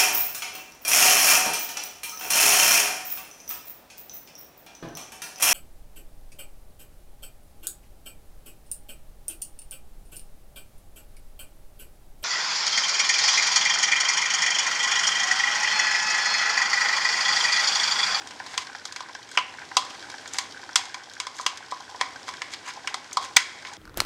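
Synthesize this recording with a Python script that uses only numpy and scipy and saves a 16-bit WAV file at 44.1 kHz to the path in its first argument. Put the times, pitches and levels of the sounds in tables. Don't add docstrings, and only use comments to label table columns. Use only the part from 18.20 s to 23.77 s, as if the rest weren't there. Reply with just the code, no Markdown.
import sys
import numpy as np
from scipy import signal
from scipy.fft import rfft, irfft, next_fast_len
from scipy.io import wavfile
from scipy.ndimage import map_coordinates

SR = 44100
rng = np.random.default_rng(int(sys.argv[2]) if len(sys.argv) > 2 else 0)


def log_audio(samples):
    frames = np.atleast_2d(samples).T
    limited = np.clip(frames, -1, 1)
    pcm = np.round(limited * 32767).astype(np.int16)
    wavfile.write(sys.argv[1], SR, pcm)


def amplitude_ratio(level_db):
    exponent = np.asarray(level_db, float) / 20
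    return 10 ** exponent


N = 245637

# frequency in Hz, t60 in seconds.
KITCHEN_DECAY = [(400, 0.42), (1070, 0.21), (1500, 0.21), (2150, 0.28), (2800, 0.21), (4000, 0.19),
                 (8000, 0.14), (14000, 0.11)]
# frequency in Hz, relative density in dB per Hz.
HISS_SPECTRUM = [(15, -47), (25, -38), (91, -10), (200, -12), (262, -5), (637, -8), (981, -7.5),
                 (1190, -9.5), (1550, -9), (2660, -12), (5520, -12), (7840, -15.5), (13800, -37),
                 (15800, -45)]
# frequency in Hz, width in Hz, level within the part in dB.
POT_MODES = [
    [(788, 72, 2.5), (1028, 68, 0)],
    [(1543, 170, 5), (2070, 220, -5), (2230, 170, -3.5)],
    [(3190, 190, 1.5), (5400, 1340, 0)],
]
POT_OCTAVES = np.log2(np.array([900, 1600, 4500]) / 1600)
POP_MIX_DB = [-7, -1, -10]
# start in seconds, burst level before the part mix in dB,
# brightness in dB per octave.
POPS = [(.018, -37.5, 2.5), (.199, -29.5, -4.5), (.335, -34.5, -5), (.469, -35.5, 6), (.497, -37.5, 0),
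        (.548, -31, -0.5), (.892, -38, 0), (.949, -31, 4.5), (1.337, -38, -1), (1.417, -34.5, -2.5),
        (1.514, -32.5, -4), (1.825, -39, 7), (1.94, -33, -4), (1.982, -39, 6.5), (2.057, -36, 3.5),
        (2.431, -36, -2.5), (2.49, -32.5, -0.5), (2.82, -53, -9), (3.187, -33, 3), (3.691, -44, -14),
        (3.744, -43, -19.5), (3.958, -34.5, 2.5), (4.558, -46, -14), (4.591, -44, -3), (5.424, -39, 3.5),
        (5.514, -40, -5)]
# frequency in Hz, width in Hz, level within the part in dB.
JAR_MODES = [
    [(645, 480, -19), (774, 44, -7), (1004, 52.4, 2.5), (1060, 8, 1), (1107, 8.6, 0.5), (1240, 163, -6)],
    [(1455, 470, 2), (2057, 134, 3.5), (2154, 6.2, -3), (2120, 3.6, 6), (2300, 7.1, -12), (2250, 154, 7)],
    [(2620, 444, -0.5), (2980, 490, 0.5)],
    [(3303, 220, 2), (4200, 820, -4.5), (4850, 90, -1.5), (4850, 400, 0.5), (5760, 380, -6.5)],
    [(6216, 660, -3.5), (7530, 1420, -8), (8970, 1260, -13), (12200, 3600, -27.5)],
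]
JAR_OCTAVES = np.log2(np.array([1000, 2100, 2750, 4500, 7500]) / 4500)
RUB_MIX_DB = [-12.5, -4.5, -11, -1.5, -2]
# time of most pressure in seconds, swell in seconds, fade in seconds,
# pressure level before the part mix in dB, sharpness in dB per octave.
RUBS = [(.35, 0.12, 0.017, -41.5, -2.5), (.42, 0.033, 0.023, -41, -2), (1.164, 0.062, 0.0065, -44, -0.5),
        (1.751, .01, .0073, -44, -5), (2.17, 0.06, 0.082, -38.5, -1), (3.2, 0.092, .055, -44, 0.5),
        (3.803, 0.0098, 0.038, -47.5, -8), (4.09, 0.031, 0.02, -42.5, 0), (4.27, .03, .04, -51, -4),
        (4.345, 0.035, .007, -35, -1), (4.492, 0.055, 0.03, -38.5, -4), (4.7, 0.035, .0089, -46.5, -1),
        (5.02, 0.021, 0.11, -56, -8.5), (5.04, 0.032, 0.027, -38.5, 2), (5.164, 0.00061, 0.0042, -12, 5),
        (5.47, .014, 0.041, -42.5, -2.5)]
CHATTER_T60_S = [0.0047, 0.036, 0.029, 0.029, 0.027]
TAP_MIX_DB = [-2.5, -5.5, -11, 0, -2.5]
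SIDE_WALL = np.array([0, 1, 1, 0, 0])
TOWARD_RIM = np.array([0, -1, 1, 0, 0])
# start in seconds, blow level before the part mix in dB,
# sharpness in dB per octave, drive of the side wall in dB, nearness to the rim in dB.
TAPS = [(0.072, -41.5, 2.0, 0.5, -3), (0.108, -45, -0.7, 4, 5), (0.263, -41.5, -1.5, -6.1, 4),
        (0.377, -24, 1.1, 2.7, 3), (0.653, -33, 2.6, -6.5, -5.5), (0.723, -38, 2.5, -0.8, 3),
        (0.761, -35.5, 1.4, 5, -2), (0.805, -38, -3.8, -6, 2), (1.089, -48.5, 4.5, 8, -3),
        (1.114, -46, 9, 1, 0.1), (1.173, -25.5, -3.1, 12.5, 5), (1.186, -31, -4.5, -11, 8),
        (1.568, -15.5, -0.4, -3.5, 5), (1.65, -42.4, 0, -5, -4), (1.705, -47, -3, 2.5, 9),
        (1.899, -41, 0.1, -5.5, -9), (2.076, -42, 9, -7, 0.1), (2.135, -41, 18, 2, 0.1),
        (2.143, -41.1, 1, 6, -2), (2.185, -23.5, 2.5, 2.2, -1), (2.557, -15, 4, 3.8, 1),
        (2.612, -49, 4, 15.5, -2), (2.654, -42, 2.9, 0, -2), (2.743, -34.9, -0.7, -4.8, -9.5),
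        (2.935, -46, 7, -1, -4), (3.0, -28.5, 1.4, 3.5, 1), (3.068, -34, -2, -4, -2),
        (3.197, -43.5, -7.5, -21, 0.1), (3.211, -42, 9.5, -6.4, 0.1), (3.263, -21.0, 0.3, 3.3, 4),
        (3.373, -40.5, 4, 0, 0.1), (3.513, -39.5, 1.5, -3, -5), (3.521, -44, -9, -9, -3),
        (3.811, -24.5, -2.5, 0.2, -3), (4.08, -41, -2.5, 0, -5), (4.088, -37, -3, -3.5, -2),
        (4.137, -44.5, 0, 4, -4), (4.218, -34, -0.4, 8.5, -0.5), (4.536, -45.5, 2, 1, 0.1),
        (4.673, -31.1, 0, 10, 2), (4.742, -29.5, -0.9, -6, -7), (4.918, -61, -7, 11.5, -4.5),
        (4.929, -43, 19, -0.4, -3), (4.97, -25, -4.6, -11, -0.5), (5.166, -10.5, 3.5, 7, -2),
        (5.449, -44.5, -2.5, 10.5, 0), (5.534, -45.5, 9, 2, -2)]


def unit(x):
    return x / np.sqrt(np.mean(x ** 2, axis=-1, keepdims=True) + 1e-20)


def along(points, hz):
    point_hz, values = np.transpose(points)
    return np.interp(np.log(hz + 1), np.log(point_hz + 1), values)


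def wobble(rate_hz):
    knots = rng.standard_normal(int(N * rate_hz / SR) + 4)
    return map_coordinates(knots, [np.arange(N) * rate_hz / SR])


def grains(rate_hz, spread_db):
    present = rng.random(N) < rate_hz / SR
    return unit(present * rng.standard_normal(N) * amplitude_ratio(spread_db * rng.exponential(size=N)))


def filtered(x, response):
    size = next_fast_len(x.shape[-1] + 8192)
    spectrum = rfft(x, size) * response(np.fft.rfftfreq(size, 1 / SR))
    return irfft(spectrum, size)[..., :x.shape[-1]]


def modes(rows):
    def response(f):
        total = 0
        for k, (center_hz, width_hz, db) in enumerate(rows):
            damping = 1j * f * width_hz
            total = total + (-1) ** k * amplitude_ratio(db) * damping / (center_hz ** 2 - f * f + damping)
        return total
    return response


def vessel(rows):
    low_hz, high_hz = rows[0][0], rows[-1][0]
    span = [(np.sqrt(low_hz * high_hz), 1.5 * (high_hz - low_hz) + 300, 0)]
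    return lambda f: modes(rows)(f) * modes(span)(f)


def strike(times_s, levels_db, window_s, body, chatter_t60_s, rise_s):
    out, t = np.zeros((2, N + SR)), np.arange(SR // 3) / SR
    chatter = rng.standard_normal((len(times_s), len(t))) * (1 - np.exp(-t / rise_s))
    rings = 0
    for part, t60_s in enumerate(chatter_t60_s):
        response = vessel(body[part])
        close = filtered(chatter * amplitude_ratio(-60 * t / t60_s), response)
        mean = np.broadcast_to(filtered(t == 0, response), close.shape)
        ring = np.stack([close, mean], axis=1)
        ring *= np.sqrt(window_s * SR) / np.linalg.norm(ring, axis=2, keepdims=True)
        rings = rings + ring * amplitude_ratio(levels_db[:, part])[:, None, None]
    for start_s, ring in zip(times_s, rings):
        out[:, round(start_s * SR):][:, :len(t)] += ring
    return out[:, :N]


def kitchen(x):
    out, hop, delay_s = np.zeros(N + 2 * SR), SR // 3, 0.008
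    for at in range(0, N, hop):
        hz, t, noise = signal.stft(rng.standard_normal(SR * 3 // 4), SR, nperseg=256)
        fall_db = -60 * t / along(KITCHEN_DECAY, hz)[:, None]
        next_room = amplitude_ratio(-12 + fall_db / 4.1)
        tail = signal.istft(noise * (amplitude_ratio(fall_db) + next_room), SR, nperseg=256)[1]
        wet = signal.fftconvolve(x[at:at + hop], tail / np.linalg.norm(tail))
        out[at + round(delay_s * SR):][:len(wet)] += wet
    return out[:N]


def flame():
    hiss = filtered(rng.standard_normal(N), lambda hz: amplitude_ratio(along(HISS_SPECTRUM, hz)))
    rumble = filtered(rng.standard_normal(N), lambda hz: modes([(95, 40, 0)])(hz) ** 2)
    hiss_db = -47.0 + 1.2 * wobble(1.744)
    rumble_db = -71.5 + 1 * wobble(1.7)
    return amplitude_ratio(hiss_db) * unit(hiss) + amplitude_ratio(rumble_db) * unit(rumble)


def bubbles():
    t, rows = np.arange(400) / SR, np.array(POPS)
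    burst_envelope = amplitude_ratio(-60 * t / 0.017)
    patter = 0
    for part, level_db, rate_hz in zip(POT_MODES, (-53, -52, -51), (110, 130, 200)):
        sizes = np.abs(grains(rate_hz, spread_db=1.3))
        pops = signal.fftconvolve(sizes, burst_envelope)[:N] * rng.standard_normal(N)
        patter = patter + amplitude_ratio(level_db) * unit(filtered(pops, vessel(part)))
    levels_db = rows[:, [1]] + POP_MIX_DB + rows[:, [2]] * POT_OCTAVES
    large = strike(rows[:, 0], levels_db, window_s=SR // 220 / SR, body=POT_MODES,
                   chatter_t60_s=(.025, .025, .02), rise_s=0.00076)
    return patter + large


def rubbing():
    t = np.arange(N) / SR
    peak_s, swell_s, fade_s, press_db, sharp_db = np.transpose(RUBS)[:, :, None]
    press = np.exp(-2 * ((t - peak_s) / np.where(t < peak_s, swell_s, fade_s)) ** 2)
    slips = [grains(rate_hz=3300, spread_db=3.0) * amplitude_ratio(1.9 * wobble(71)) for _ in JAR_MODES]
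    parts = np.array([unit(filtered(x, vessel(part))) for part, x in zip(JAR_MODES, slips)])
    levels_db = press_db + RUB_MIX_DB + sharp_db * JAR_OCTAVES
    return (amplitude_ratio(levels_db).T @ press * parts).sum(0)


def taps():
    start_s, blow_db, sharp_db, side_db, rim_db = np.transpose(TAPS)[:, :, None]
    levels_db = blow_db + TAP_MIX_DB + sharp_db * JAR_OCTAVES + side_db * SIDE_WALL + rim_db * TOWARD_RIM
    return strike(start_s[:, 0], levels_db, window_s=SR // 100 / SR, body=JAR_MODES,
                  chatter_t60_s=CHATTER_T60_S, rise_s=0.0001)


def scene():
    close, radiated = taps() + bubbles() + rubbing()
    room_db = -10.5
    return (close + amplitude_ratio(room_db) * kitchen(radiated) + flame())[None]


def band_limit(x):
    return signal.sosfilt(signal.butter(12, 15960, fs=SR, output="sos"), x)


def record(dry):
    rolloff_hz, threshold, release_s, attack_s = 11000, 0.6, 0.2, 0.011
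    heard = filtered(dry, lambda hz: 1 / (1 + 1j * hz / rolloff_hz) ** 2)
    over = np.maximum(np.abs(heard) - threshold, 0)
    t = np.arange(SR) / SR
    memory = np.exp(-t / release_s) * (1 - np.exp(-t / attack_s))
    excess = np.abs(signal.fftconvolve(over, memory[None])[:, :N])
    ducked = heard / (1 + 0.021 * excess)
    clipped = np.clip(ducked, -1, 1)
    return band_limit(clipped)


dry = scene()
out = record(dry)
log_audio(out)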